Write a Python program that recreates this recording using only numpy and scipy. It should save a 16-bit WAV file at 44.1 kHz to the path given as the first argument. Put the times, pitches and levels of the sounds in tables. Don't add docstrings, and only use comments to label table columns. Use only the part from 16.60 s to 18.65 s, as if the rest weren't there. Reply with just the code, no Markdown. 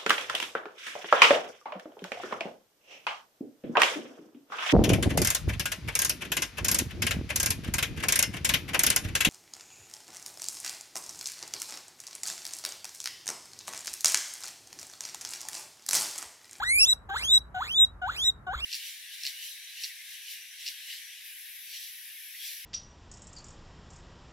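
import sys
import numpy as np
from scipy.fft import rfft, irfft
from scipy.io import wavfile
from scipy.ndimage import uniform_filter1d

SR = 44100
rng = np.random.default_rng(int(sys.argv[2]) if len(sys.argv) > 2 else 0)


def pcm_store(signal):
    levels = np.round(np.clip(np.atleast_2d(signal), -1, 1) * 32767)
    wavfile.write(sys.argv[1], SR, levels.astype(np.int16).T)


N = 90404
TIME = np.arange(N) / SR
FREQS = np.maximum(np.fft.rfftfreq(2 * N, 1 / SR), 1)

# f/Hz, level per Hz/dB
RUMBLE_SPECTRUM = [(25, -27.5), (42, -1), (66, 1), (100, -8), (250, -21), (500, -25.5), (1400, -22.5),
                   (2500, -41.5)]
# f/Hz, likeness (1 = the same)
RUMBLE_LIKENESS = [(60, 0.98), (300, 0.76), (2000, 0.042)]

# t/s, pitch f/Hz, fundamental level/dB, overtones level/dB,
# rush of air level/dB (before AIR_TRIM_DB)
WHEEK_1 = [(0.002, 775, -34, -33.5, -39.5), (0.014, 859, -38, -46.5, -50.5), (0.038, 1550, -25, -53, -33.5),
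           (0.047, 1835, -36.0, -40, -52), (0.11, 2115, -23.5, -26.5, -56.5),
           (0.158, 2346, -26.5, -24, -74), (0.179, 2360, -21, -29, -47.5), (0.215, 2717, -25, -16.5, -51),
           (0.224, 2680, -26, -16, -51), (0.245, 2706, -26, -17.5, -44), (0.254, 3160, -32.5, -24, -36.5),
           (0.257, 3290, -31.5, -37, -45.5), (0.272, 3676, -26, -37, -44), (0.281, 3743, -28, -32.5, -48),
           (0.293, 3886, -18.5, -26, -55.5), (0.32, 3954, -22.5, -28.5, -56),
           (0.331, 3863, -16, -44, -34.5)]
WHEEK_2 = [(0.492, 822, -36, -40, -47.5), (0.502, 746, -41.5, -43.5, -43.5),
           (0.511, 783, -35.5, -35.0, -54.5), (0.538, 798.3, -39, -36, -45.5),
           (0.55, 921.4, -36.5, -55, -41), (0.569, 1547, -27.5, -43.5, -36),
           (0.581, 1963, -43.5, -34, -45.5), (0.625, 2345, -37.5, -58, -37), (0.649, 3216, -31, -37, -37.5),
           (0.668, 3198, -33.5, -37.5, -49.5), (0.696, 3571, -24.5, -41.5, -49.5),
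           (0.737, 3938, -15, -27.0, -46), (0.769, 3876, -17, -31, -47.0), (0.778, 3850, -14.5, -44, -35.5)]
WHEEK_3 = [(0.946, 755, -38.5, -42.5, -47.5), (0.977, 726, -33, -34.5, -50), (1.0, 769, -37, -43.5, -48),
           (1.028, 1408, -28.5, -63, -42), (1.037, 1710, -41, -40, -43), (1.061, 1940, -50.5, -64.5, -39),
           (1.117, 3132, -29, -52, -52.5), (1.126, 3003, -34.5, -47.5, -43),
           (1.144, 3398, -29.5, -51.5, -56), (1.199, 3814, -17, -35, -61.5), (1.232, 3840, -14.5, -32, -51),
           (1.249, 3822, -19, -49.5, -42.5)]
WHEEK_4 = [(1.418, 748.4, -39, -36, -54), (1.442, 717.6, -32.5, -32, -59.5),
           (1.469, 786.8, -35.5, -37, -53), (1.481, 957.5, -34.5, -79, -44), (1.5, 1419, -27, -45.5, -49.5),
           (1.524, 1938, -58.5, -53.5, -42.5), (1.547, 2023, -51.5, -63, -41.5),
           (1.559, 2338, -47, -57, -42), (1.59, 3082, -32.5, -44.5, -41), (1.667, 3910, -23.5, -36, -50.5),
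           (1.688, 3794, -18.5, -33.0, -58), (1.702, 3752, -23, -45, -48.5)]
WHEEK_5 = [(1.868, 754.6, -40.5, -40.5, -55), (1.895, 720.4, -33, -35.5, -64),
           (1.925, 806.3, -39, -40.5, -55.5), (1.93, 889, -39.5, -85, -47.0),
           (1.951, 1437, -30.0, -66, -45), (1.963, 2010, -63.5, -81, -46), (2.006, 2307, -40.5, -78, -41.5),
           (2.012, 2658, -43, -58, -51), (2.046, 2925, -25.5, -71, -44.5)]
# middle t/s, length t/s, roughness (0-1)
STRAINS = [(.1, .07, .08), (.175, .06, .22), (.25, .016, .35)]
# middle t/s, length t/s, level against the fundamental/dB
DOUBLINGS = [(0.305, 0.02, -1.5), (0.501, 0.015, 14), (0.546, 0.024, 7), (0.599, 0.049, 6),
             (0.756, 0.024, -8), (1.205, 0.031, -17), (1.661, 0.049, -0.5), (1.878, 0.031, 7),
             (1.935, 0.013, 14), (1.985, 0.058, 19.5)]
HALF_LINE_LEVELS = [-24, -13.5]
# low-note level/dB, whistle level/dB
LARYNX_HARMONICS = [(5, 0.5), (-24, -10), (-11, -2), (-22, -7), (-24, -11.5), (-27.5, -22)]
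# f/Hz, level/dB
THROAT_COLOUR = [(3900, 11.5), (4600, -19.5), (5400, 12), (6800, -4), (7900, 5.5), (9200, 10),
                 (10000, -0.5), (11700, -2), (12600, -1.5), (13400, -26.5)]
# open f/Hz, narrowed f/Hz, width f/Hz,
# open level/dB, narrowed level/dB (levels relative to each other)
AIR_RESONANCES = [(1639, 1100, 1800, -6, -1), (3460, 5500, 1400, -2.5, 7.5), (6770, 9400, 1500, -15, 7),
                  (12380, 12350, 1200, -17.5, -0.5)]

# f/Hz, left lead/radians
PORT_PHASE = [(750, 0.46), (950, -0.45), (1600, -1.4), (2650, -2.5), (3500, -4.5), (4000, -4),
              (5400, -2.25), (7200, .5), (8700, 3), (11700, 6.5), (12700, 10)]
# f/Hz, left minus right level/dB
PORT_BALANCE = [(400, 3), (740, 5.5), (1100, -1), (1600, 0.5), (2500, -3), (3800, -0.13)]
# f/Hz, level/dB (added to ROOM_DB)
ROOM_COLOUR = [(2000, 4.5), (3900, -10), (5500, -12.5), (13000, -9)]

RUMBLE_DB, HISS_DB = -49, -78.5
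BUMP_S, BUMP_FADE_S, BUMP_HZ, BUMP_DB = 1.955, 0.054, 62.2, -35.5
ATTACK_S, VOICE_RELEASE_S, AIR_RELEASE_S = 0.0062, 0.0025, 0.0086
JITTER_CLEAN, JITTER_HOARSE, JITTER_HZ = .001, .022, 300
SHIMMER_CLEAN_DB, SHIMMER_HOARSE_DB, SHIMMER_HZ = .15, 2.5, 150
OVERTONE_RASP, RASP_HZ = .4, 380
LOW_NOTE_UP_TO_HZ, WHISTLE_BLEND_HZ = 1570, 250
OVERTONE_WEIGHT_DB = -6.5
NARROWING_HZ_PER_DB, EASY_VOICE_DB = 34.5, -39
NARROWING_FROM_HZ, NARROWING_SPAN_HZ = 2350, 761
AIR_TRIM_DB = -1.0
ROOM_T60_S, ROOM_DB = 0.2, -16.5
CUTOFF_HZ = 13300


def from_db(db):
    return 10 ** (np.asarray(db) / 20)


def rms_one(x):
    return x / np.sqrt(np.mean(x ** 2) + 1e-20)


def at_hz(points, hz):
    point_hz, value = np.transpose(points)
    return np.interp(np.log(hz), np.log(point_hz), value)


def filtered(x, response):
    spectrum = rfft(x, 2 * N)
    return irfft(spectrum * response)[..., :N]


def wobble(hz):
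    low_pass = 1 / (1 + (FREQS / hz) ** 4)
    return rms_one(filtered(rng.standard_normal(N), low_pass))


def above(pitch, hz, span_hz):
    return .5 + .5 * np.tanh((pitch - hz) / span_hz)


def shares(levels_db):
    gains = from_db(levels_db)
    return gains / np.sqrt(np.sum(gains ** 2, axis=0))


def swell(middle_s, length_s):
    return np.cos(np.pi * np.clip((TIME - middle_s) / length_s, -.5, .5))


def gate(start_s, end_s, release_s):
    attack = np.clip((TIME - start_s) / ATTACK_S + .5, 0, 1)
    release = np.exp(-np.maximum(TIME - end_s, 0) / release_s)
    return attack * release


def rumble():
    alike = np.clip(at_hz(RUMBLE_LIKENESS, FREQS), -1, 1)
    top_cut = 1 / (1 + (FREQS / 2800) ** 8)
    colour = from_db(at_hz(RUMBLE_SPECTRUM, FREQS)) * top_cut
    mid_and_side = np.sqrt([1 + alike, 1 - alike])
    mid, side = filtered(rng.standard_normal((2, N)), colour * mid_and_side)
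    return from_db(RUMBLE_DB) * rms_one(np.array([mid + side, mid - side]))


def hiss():
    return from_db(HISS_DB) * rng.standard_normal((2, N))


def soft_bump():
    age = np.maximum(TIME - BUMP_S, 0)
    return -from_db(BUMP_DB) * np.sin(2 * np.pi * BUMP_HZ * age) * np.exp(-age / BUMP_FADE_S)


def background():
    return rumble() + hiss() + soft_bump()


def guinea_pig():
    controls, voice_gate, air_gate = np.zeros((4, N)), 0, 0
    for rows in [WHEEK_1, WHEEK_2, WHEEK_3, WHEEK_4, WHEEK_5]:
        s, *columns = np.transpose(rows)
        path = [np.interp(TIME, s, column) for column in columns]
        controls = np.where(TIME > s[0] - ATTACK_S, path, controls)
        voice_gate = voice_gate + gate(s[0], s[-1], VOICE_RELEASE_S)
        air_gate = air_gate + gate(s[0], s[-1], AIR_RELEASE_S)
    pitch, fundamental_db, overtones_db, air_db = controls
    pitch = np.maximum(uniform_filter1d(pitch, size=130), 1)

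    steady_db = np.maximum(fundamental_db, overtones_db + OVERTONE_WEIGHT_DB)
    hoarse = np.minimum(from_db(air_db - steady_db), 1)
    strain = sum(rough * swell(s, length) for s, length, rough in STRAINS)
    hoarse = np.maximum(hoarse, strain)

    tone = voice(pitch, hoarse, overtones_db, fundamental_db)
    breath = air(pitch, fundamental_db, air_db)
    return voice_gate * tone + air_gate * breath


def voice(pitch, hoarse, overtones_db, fundamental_db):
    jitter = (JITTER_CLEAN + JITTER_HOARSE * hoarse) * wobble(JITTER_HZ)
    phase = 2 * np.pi * np.cumsum(pitch * (1 + jitter)) / SR
    whistle = above(pitch, LOW_NOTE_UP_TO_HZ, WHISTLE_BLEND_HZ)

    harmonic_levels = []
    for k, (low_db, high_db) in enumerate(LARYNX_HARMONICS, 2):
        larynx_db = (1 - whistle) * low_db + whistle * high_db
        harmonic_levels.append(at_hz(THROAT_COLOUR, k * pitch) + larynx_db)
    overtones = from_db(overtones_db) * shares(harmonic_levels)

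    out = 0
    for k, gain in enumerate([from_db(fundamental_db), *overtones], 1):
        rasp = OVERTONE_RASP * hoarse * (k - 1) * (1 + whistle)
        flutter = 1 + rasp * (wobble(RASP_HZ) + 1j * wobble(RASP_HZ)) / np.sqrt(2)
        tone = np.real(flutter * np.exp(1j * k * phase)) / np.sqrt(1 + rasp ** 2)
        can_be_played = k * pitch < SR / 2
        out += gain * can_be_played * tone

    doubling = sum(from_db(db) * swell(s, length) for s, length, db in DOUBLINGS)
    for k, db in enumerate(HALF_LINE_LEVELS):
        out += doubling * from_db(fundamental_db + db) * np.sin((k + .5) * phase)

    shimmer_db = (SHIMMER_CLEAN_DB + SHIMMER_HOARSE_DB * hoarse) * wobble(SHIMMER_HZ)
    return np.sqrt(2) * out * from_db(shimmer_db)


def air(pitch, fundamental_db, air_db):
    effort_hz = NARROWING_HZ_PER_DB * (fundamental_db - EASY_VOICE_DB)
    narrow = above(pitch + effort_hz, NARROWING_FROM_HZ, NARROWING_SPAN_HZ)
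    gains = shares([open_db + narrow * (narrow_db - open_db)
                    for *_, open_db, narrow_db in AIR_RESONANCES])
    rush = 0
    for gain, (open_hz, narrow_hz, width_hz, *_) in zip(gains, AIR_RESONANCES):
        centre_hz = open_hz + narrow * (narrow_hz - open_hz)
        rush = rush + gain * resonant_noise(centre_hz, width_hz)
    return from_db(air_db + AIR_TRIM_DB) * rush


def resonant_noise(hz, width_hz):
    slow_noise = wobble(width_hz / 2) + 1j * wobble(width_hz / 2)
    carrier = np.exp(2j * np.pi * np.cumsum(hz) / SR)
    return np.real(slow_noise * carrier)


def ports(x):
    half_level = from_db(at_hz(PORT_BALANCE, FREQS) / 2)
    half = half_level * np.exp(.5j * at_hz(PORT_PHASE, FREQS))
    return filtered(x, np.array([half, 1 / half]))


def room(x):
    tail = rng.standard_normal((2, N)) * from_db(-60 * TIME / ROOM_T60_S)
    tail /= np.sqrt(np.sum(tail ** 2) / 2)
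    colour = from_db(ROOM_DB + at_hz(ROOM_COLOUR, FREQS))
    return filtered(x, rfft(tail, 2 * N) * colour)


def scene():
    calls = guinea_pig()
    return background() + ports(calls) + room(calls)


def record(dry):
    return filtered(dry, 1 / np.sqrt(1 + (FREQS / CUTOFF_HZ) ** 160))


dry = scene()
out = record(dry)
pcm_store(out)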